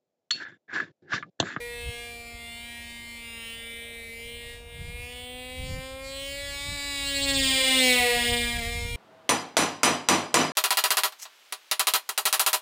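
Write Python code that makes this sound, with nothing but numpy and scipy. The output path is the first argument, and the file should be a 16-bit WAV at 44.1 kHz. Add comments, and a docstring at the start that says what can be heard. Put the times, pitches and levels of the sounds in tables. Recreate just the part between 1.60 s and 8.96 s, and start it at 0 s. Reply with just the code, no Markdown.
"""Model aircraft passing overhead

A model aircraft with a two-stroke glow engine circles over a field, dives and passes close overhead.
Each firing is a pulse that rings the muffler; it arrives directly and off the ground, so a comb sweeps the buzz.
Sine tones on the lowest shaft orders make the drone, and pulsing noise makes the propeller wash.
Coloured noise makes the quiet field, a far rush and the wind that buffets a small camera.
The camera samples at a low rate and holds each sample, which mirrors the buzz into the treble."""
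import sys
import numpy as np
from scipy import signal
from scipy.fft import rfft, irfft, next_fast_len
from scipy.io import wavfile
from scipy.ndimage import uniform_filter1d, map_coordinates

SR = 44100
rng = np.random.default_rng(int(sys.argv[2]) if len(sys.argv) > 2 else 0)


def log_audio(samples):
    """Write samples as a 16-bit WAV file to the path given in sys.argv[1]."""
    # one column per channel
    frames = np.atleast_2d(samples).T
    # limit to full scale, then quantise
    limited = np.clip(frames, -1, 1)
    pcm = np.round(limited * 32767).astype(np.int16)
    wavfile.write(sys.argv[1], SR, pcm)


N = 324576
TIME = np.arange(N) / SR

# engine stumbles: t/s, half width/s, noise level against the cracks/dB
STUMBLES = [(5.168, .003, -11), (6.98, .005, -5), (7.012, .007, -3)]
# the pass: when and how near it comes, how fast it flies, and the limit its distance nears before and after
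PASS_S, CLOSEST_M, SPEED_M_PER_S, CIRCLE_M = 6.31, 9.9, 33, 80


def amp(db):
    """Decibels to gain."""
    return 10 ** (np.asarray(db) / 20)


def unit(x):
    """Scale to rms 1."""
    return x / np.sqrt(np.mean(x ** 2) + 1e-20)


def steadied(x):
    """Scale to a running rms of 1."""
    power = np.abs(uniform_filter1d(x ** 2, size=6000))
    return x / np.sqrt(power + 1e-12)


def along(points, hz):
    """Read (f/Hz, value) points on a log frequency axis."""
    f, v = np.transpose(points)
    return np.interp(np.log(hz + 1), np.log(f + 1), v)


def curves(rows):
    """One value per sample for each column after the time."""
    s, *columns = np.transpose(rows)
    return [np.interp(TIME, s, column) for column in columns]


def hump(s, half_width):
    """A smooth swell of height 1 around time s, down to 1/e at the half width."""
    return np.exp(-((TIME - s) / half_width) ** 2)


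def wobble(rate):
    """A smooth random curve, rate knots a second."""
    knots = rng.standard_normal(int(N * rate / SR) + 4)
    return map_coordinates(knots, [TIME * rate])


def filtered(x, response):
    """Multiply the spectrum of x by a response of frequency."""
    m = next_fast_len(N + SR // 2)
    hz = np.fft.rfftfreq(m, 1 / SR)
    return irfft(rfft(x, m) * response(hz), m)[:N]


def noise(colour):
    """Coloured noise of rms 1."""
    return unit(filtered(rng.standard_normal(N), lambda hz: amp(along(colour, hz))))


def ring(x, colour, size=2048):
    """Minimum-phase colour: each pulse rings after it strikes."""
    hz = np.fft.rfftfreq(size, 1 / SR)
    cepstrum = irfft(np.log(amp(along(colour, hz))))
    # folding the cepstrum makes the response causal
    cepstrum[1:size // 2] *= 2
    cepstrum[size // 2 + 1:] = 0
    impulse = irfft(np.exp(rfft(cepstrum)))
    return signal.fftconvolve(x, impulse)[:N]


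def field():
    """The quiet of the open field is steady noise; one faint far rush swells and dies away."""
    # colour of the quiet: f/Hz, level/dB
    quiet_colour = [(40, -6), (78, 9), (110, -1), (200, -4), (350, -5), (550, -3), (800, -7), (1300, -15),
                    (2300, -15), (4000, -20), (5600, -24)]
    # colour of the rush: f/Hz, level/dB
    rush_colour = [(200, -39), (400, 1), (620, 22), (800, -2), (1100, -59), (2500, -45)]
    quiet = amp(-57.0) * noise(quiet_colour)
    rush = amp(-62) * hump(2.5, half_width=0.77) * noise(rush_colour)
    return quiet + rush


def wind(flutter_db, eddy_db, gust_db):
    """Eddies in the breeze thump the microphone as low noise; the gusts reach higher."""
    # the breeze between gusts, before its eddies: t/s, level/dB
    breeze_levels = [(0, -51), (1, -54), (2.35, -57), (2.9, -48.5), (3.7, -50.5), (5.2, -47.5),
                     (5.7, -41.5), (6.2, -51.5), (6.9, -36.5), (7.36, -35.5)]
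    # gusts before the gust trim: t/s, half width/s, flutter level/dB, buffet level/dB
    gust_events = [(0.237, 0.043, -56, -40), (0.286, 0.02, -44.5, -34), (0.751, 0.015, -62, -44.5),
                   (3.243, 0.08, -44, -41.5), (3.38, 0.086, -57, -41), (4.019, 0.043, -46, -36.5),
                   (4.125, 0.085, -41, -36), (4.86, 0.13, -59, -48.5), (5.116, 0.044, -41.5, -38),
                   (5.809, 0.094, -47.5, -39), (6.408, 0.02, -49, -44), (6.57, 0.016, -44, -50),
                   (6.717, 0.026, -41.5, -33.5), (7.001, 0.035, -43, -50), (7.25, 0.1, -52, -50)]
    # colour of the low thumping: f/Hz, level/dB
    buffet_colour = [(15, -13.5), (30, 2), (55, 2), (80, 2.5), (115, -9.5), (170, -50), (400, -42),
                     (1500, -68), (4000, -90)]
    # colour of the higher flutter: f/Hz, level/dB
    flutter_colour = [(60, -18), (110, 0.5), (135, 2), (170, -3), (210, -13), (350, -24), (700, -38),
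                      (1500, -58), (4000, -90)]
    breeze = amp(curves(breeze_levels)[0] + eddy_db * wobble(12))
    buffet = breeze
    flutter = amp(flutter_db) * breeze
    for s, half_width, high_db, low_db in gust_events:
        gust = amp(gust_db) * hump(s, half_width)
        buffet = np.hypot(buffet, amp(low_db) * gust)
        flutter = np.hypot(flutter, amp(high_db) * gust)
    thumps = buffet * steadied(noise(buffet_colour))
    flutters = flutter * amp(1.5 * wobble(30)) * steadied(noise(flutter_colour))
    return thumps + flutters


def trees(x):
    """The tree line scatters sound back as a faint, late tail of decaying noise."""
    # decay of the scatter: f/Hz, t60/s
    decay = [(200, 0.07), (2000, 1), (6000, 0.043)]
    hz, t, z = signal.stft(rng.standard_normal(SR), SR, nperseg=256)
    fading = amp(-60 * t / along(decay, hz)[:, None])
    tail = signal.istft(z * fading, SR, nperseg=256)[1]
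    late_tail = np.pad(tail / np.linalg.norm(tail), (SR // 20, 0))  # 50 ms late
    return signal.fftconvolve(x, late_tail)[:N]


def distance():
    """Metres to the aircraft: a wide circle that opens into a straight pass."""
    straight = np.hypot(CLOSEST_M, SPEED_M_PER_S * (TIME - PASS_S))
    return (straight ** -4 + CIRCLE_M ** -4) ** -.25


def heard(rows):
    """Level curves in dB, less the spreading loss over the distance."""
    spreading_db = 20 * np.log10(CLOSEST_M / distance())
    return [db + spreading_db for db in curves(rows)]


def off_ground(x):
    """The reflection from the field lags more the more steeply the aircraft stands overhead."""
    # the aircraft climbs, dives and levels out: t/s, height/m
    height = [(0.0, 18.2), (1.97, 31.1), (3.35, 33.4), (3.71, 32.3), (4.01, 29.6), (5.0, 12.6), (5.43, 9.0),
              (6.48, 7.8), (7.36, 7.7)]
    mic_height_m, sound_m_per_s = 1.6, 343
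    lag = 2 * mic_height_m / sound_m_per_s * curves(height)[0] / distance()
    return map_coordinates(x, [(TIME - lag) * SR], order=3)


def shimmer(x, depth_db, smear):
    """Moving air makes neighbouring bands swell and fade on their own, and blunts each crack."""
    z = signal.stft(x, nperseg=1024)[2]
    patches = rng.standard_normal((2, *z.shape))
    for _ in range(3):
        patches = uniform_filter1d(patches, size=5, axis=1)  # across frequency
        patches = uniform_filter1d(patches, size=14, axis=2)  # across time
    swell, turn = unit(patches)
    moved = z * amp(depth_db * swell) * np.exp(1j * smear * turn)
    return signal.istft(moved, nperseg=1024)[1][:N]


def firing_rate(waver):
    """Firings a second: the engine wavers a little, and sags for a moment at each misfire."""
    # firing rate before waver and sags, Doppler shift included: t/s, f/Hz
    flight = [(0.0, 239.4), (0.94, 234.0), (1.05, 235.9), (1.6, 234.0), (1.86, 229.5), (2.27, 233.4),
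              (2.5, 229.5), (2.67, 234.4), (2.9, 236.2), (3.21, 236.0), (4.47, 268.2), (4.81, 281.7),
              (5.02, 282.2), (5.11, 286.7), (5.44, 279.4), (5.71, 275.9), (5.86, 267.5), (6.16, 261.7),
              (6.33, 248.7), (6.5, 240.2), (7.02, 236.6), (7.36, 236.9)]
    sag_hz_per_s = 577  # deepest sag per second of the misfire's half width
    deepest_after_s = 0.0202  # from the misfire to the deepest sag; the speed then recovers
    hz = curves(flight)[0] * (1 + waver * wobble(14))
    for s, half_width, _ in STUMBLES:
        since = np.maximum(TIME - s, 0) / deepest_after_s
        hz = hz - sag_hz_per_s * half_width * since * np.exp(1 - since)
    return hz


def drone(turns, level_db):
    """Exhaust flow and propeller blades give clean tones on the lowest orders of the shaft."""
    # at the closest distance, before the drone's trim: t/s, exhaust fundamental/dB,
    # propeller blade tone/dB, third order/dB, overtones/dB
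    order_levels = [(0.0, -36, -26, -37.5, -34), (0.99, -37, -45, -40.5, -36.5),
                    (1.51, -38, -43, -51.5, -39.5), (1.81, -41, -39, -45, -35),
                    (2.76, -45.5, -34.5, -52.5, -42), (3.19, -57, -40, -52.5, -43.5),
                    (3.75, -38.5, -34.5, -36.5, -36), (4.7, -43, -31, -50.5, -30.5),
                    (4.86, -46, -29, -39.5, -34.5), (5.98, -30, -36.5, -45, -35),
                    (6.44, -39.5, -30.5, -33.5, -34), (7.36, -34, -40.5, -41.5, -38)]
    # each overtone's share of the overtone level: shaft order, level/dB
    overtone_shares = [(4, -10), (5, -14.5), (6, -14)]
    *low_db, overtone_db = heard(order_levels)
    orders = list(enumerate(low_db, 1))
    orders += [(round(k), overtone_db + db) for k, db in overtone_shares]
    tones = 0
    for k, db in orders:
        loudness = amp(db + 0.43 * wobble(20))
        tones = tones + loudness * np.sin(2 * np.pi * (k * turns + rng.random()))
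    return amp(level_db) * np.sqrt(2) * (tones + 0.67 * off_ground(tones))


def firings(turns, scatter_db, jitter_ms):
    """One pulse per turn of the shaft, each a little different in size and timing."""
    at = np.interp(np.arange(1, int(turns[-1])), turns, TIME)
    chance = rng.standard_normal((len(at), 2))
    at = (at + jitter_ms * chance[:, 0] / 10 ** 3) * SR
    # a windowed sinc sets each pulse between samples
    taps = at.astype(int)[:, None] + np.arange(-7, 9)
    offset = taps - at[:, None]
    shape = np.sinc(offset) * np.cos(np.pi * offset / 16) ** 2
    pulses = shape * amp(scatter_db * chance[:, 1:])
    return np.bincount(np.clip(taps, 0, N - 1).ravel(), pulses.ravel(), N)


def exhaust(turns, wash_db):
    """Cracks ring the muffler; uneven grass reflects them patchily, and the propeller adds a pulsing wash."""
    # cracks as the aircraft turns, at the closest distance, before fades and the edge's lift:
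    # t/s, muffler ring level/dB, sharp edge level/dB
    crack_levels = [(0.0, -22, -28), (1.54, -25.5, -31.7), (1.84, -23, -28.5), (2.31, -23.5, -32.5),
                    (3.09, -27, -30.5), (3.25, -29, -36), (3.42, -23, -30), (3.68, -27, -31.5),
                    (5.88, -25, -21.5), (6.31, -23, -26), (6.44, -24.5, -29.5), (6.67, -24, -25.5),
                    (7.36, -27, -33.3)]
    # brief fades of the cracks during the turn: t/s, half width/s, level/dB
    fades = [(.68, 0.16, -3.5), (3.05, 0.085, -8), (4.34, .1, -6.5)]
    # colour of the muffler ring: f/Hz, level/dB
    muffler_colour = [(1000, -34), (1450, -31.5), (1650, -5.5), (1900, -0.5), (2150, 6), (2350, 5),
                      (2550, -3), (2850, 0.5), (3200, -8.5), (4000, -12), (5500, -28)]
    # colour of the sharp edge: f/Hz, level/dB
    edge_colour = [(1200, -62.5), (2000, -45), (2800, -13.5), (3300, -0.5), (3700, 1), (4300, -1),
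                   (5000, -5.5), (5600, -10)]
    # colour of the propeller wash and misfire puffs: f/Hz, level/dB
    wash_colour = [(150, -15), (350, 1.5), (600, 8.5), (1000, -15), (1400, -14), (2200, 7), (3500, 11),
                   (5600, 4)]
    fade_db = sum(db * hump(s, half_width) for s, half_width, db in fades)
    muffler_db, edge_db = heard(crack_levels) + fade_db
    direct = shimmer(firings(turns, scatter_db=.4, jitter_ms=.002), depth_db=3, smear=.8)
    pulses = direct + .5 * off_ground(shimmer(direct, depth_db=2.5, smear=.45))
    muffler = amp(muffler_db) * steadied(ring(pulses, muffler_colour))
    edge = amp(edge_db + 4.47) * steadied(ring(pulses, edge_colour))
    cracks = muffler + edge
    loudness = np.hypot(amp(muffler_db), amp(edge_db))
    # the wash swells once a turn and stands out more when the exhaust is loud
    air = noise(wash_colour)
    swell = unit(np.exp(0.69 * np.cos(2 * np.pi * turns)))
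    prominence = (loudness / loudness.max()) ** .42
    hiss = amp(wash_db) * prominence * swell * (air + .5 * off_ground(air))
    # a misfire dips the cracks and adds a puff of noise
    for s, half_width, db in STUMBLES:
        stumble = hump(s, half_width)
        cracks = cracks * (1 - 0.65 * stumble)
        hiss = hiss + amp(db) * stumble * air
    return cracks + loudness * hiss


def scene():
    """The quiet of the field, the wind, and the aircraft with its scatter from the trees."""
    turns = np.cumsum(firing_rate(waver=0.000906)) / SR
    aircraft = exhaust(turns, wash_db=-8.5) + drone(turns, level_db=0.78)
    scatter = amp(-24) * trees(aircraft)
    gusts = wind(flutter_db=-14, eddy_db=1.0, gust_db=0.6)
    return (aircraft + scatter + gusts + field())[None]


def record(dry):
    """The camera keeps a narrow band and holds each sample, mirroring that band about the sampling rate."""
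    hold_hz, band_hz, top_hz = 12000, 5720, 15300  # sampling rate, band edge before it, final cutoff
    narrow = filtered(dry[0], lambda hz: 1 / np.sqrt(1 + (hz / band_hz) ** 70))
    sampled = narrow * (1 + 2 * np.cos(2 * np.pi * hold_hz * TIME))
    # holding each sample droops the treble as a sinc
    return filtered(sampled, lambda hz: np.sinc(hz / hold_hz) * (hz < top_hz))[None]


dry = scene()
out = record(dry)
log_audio(out)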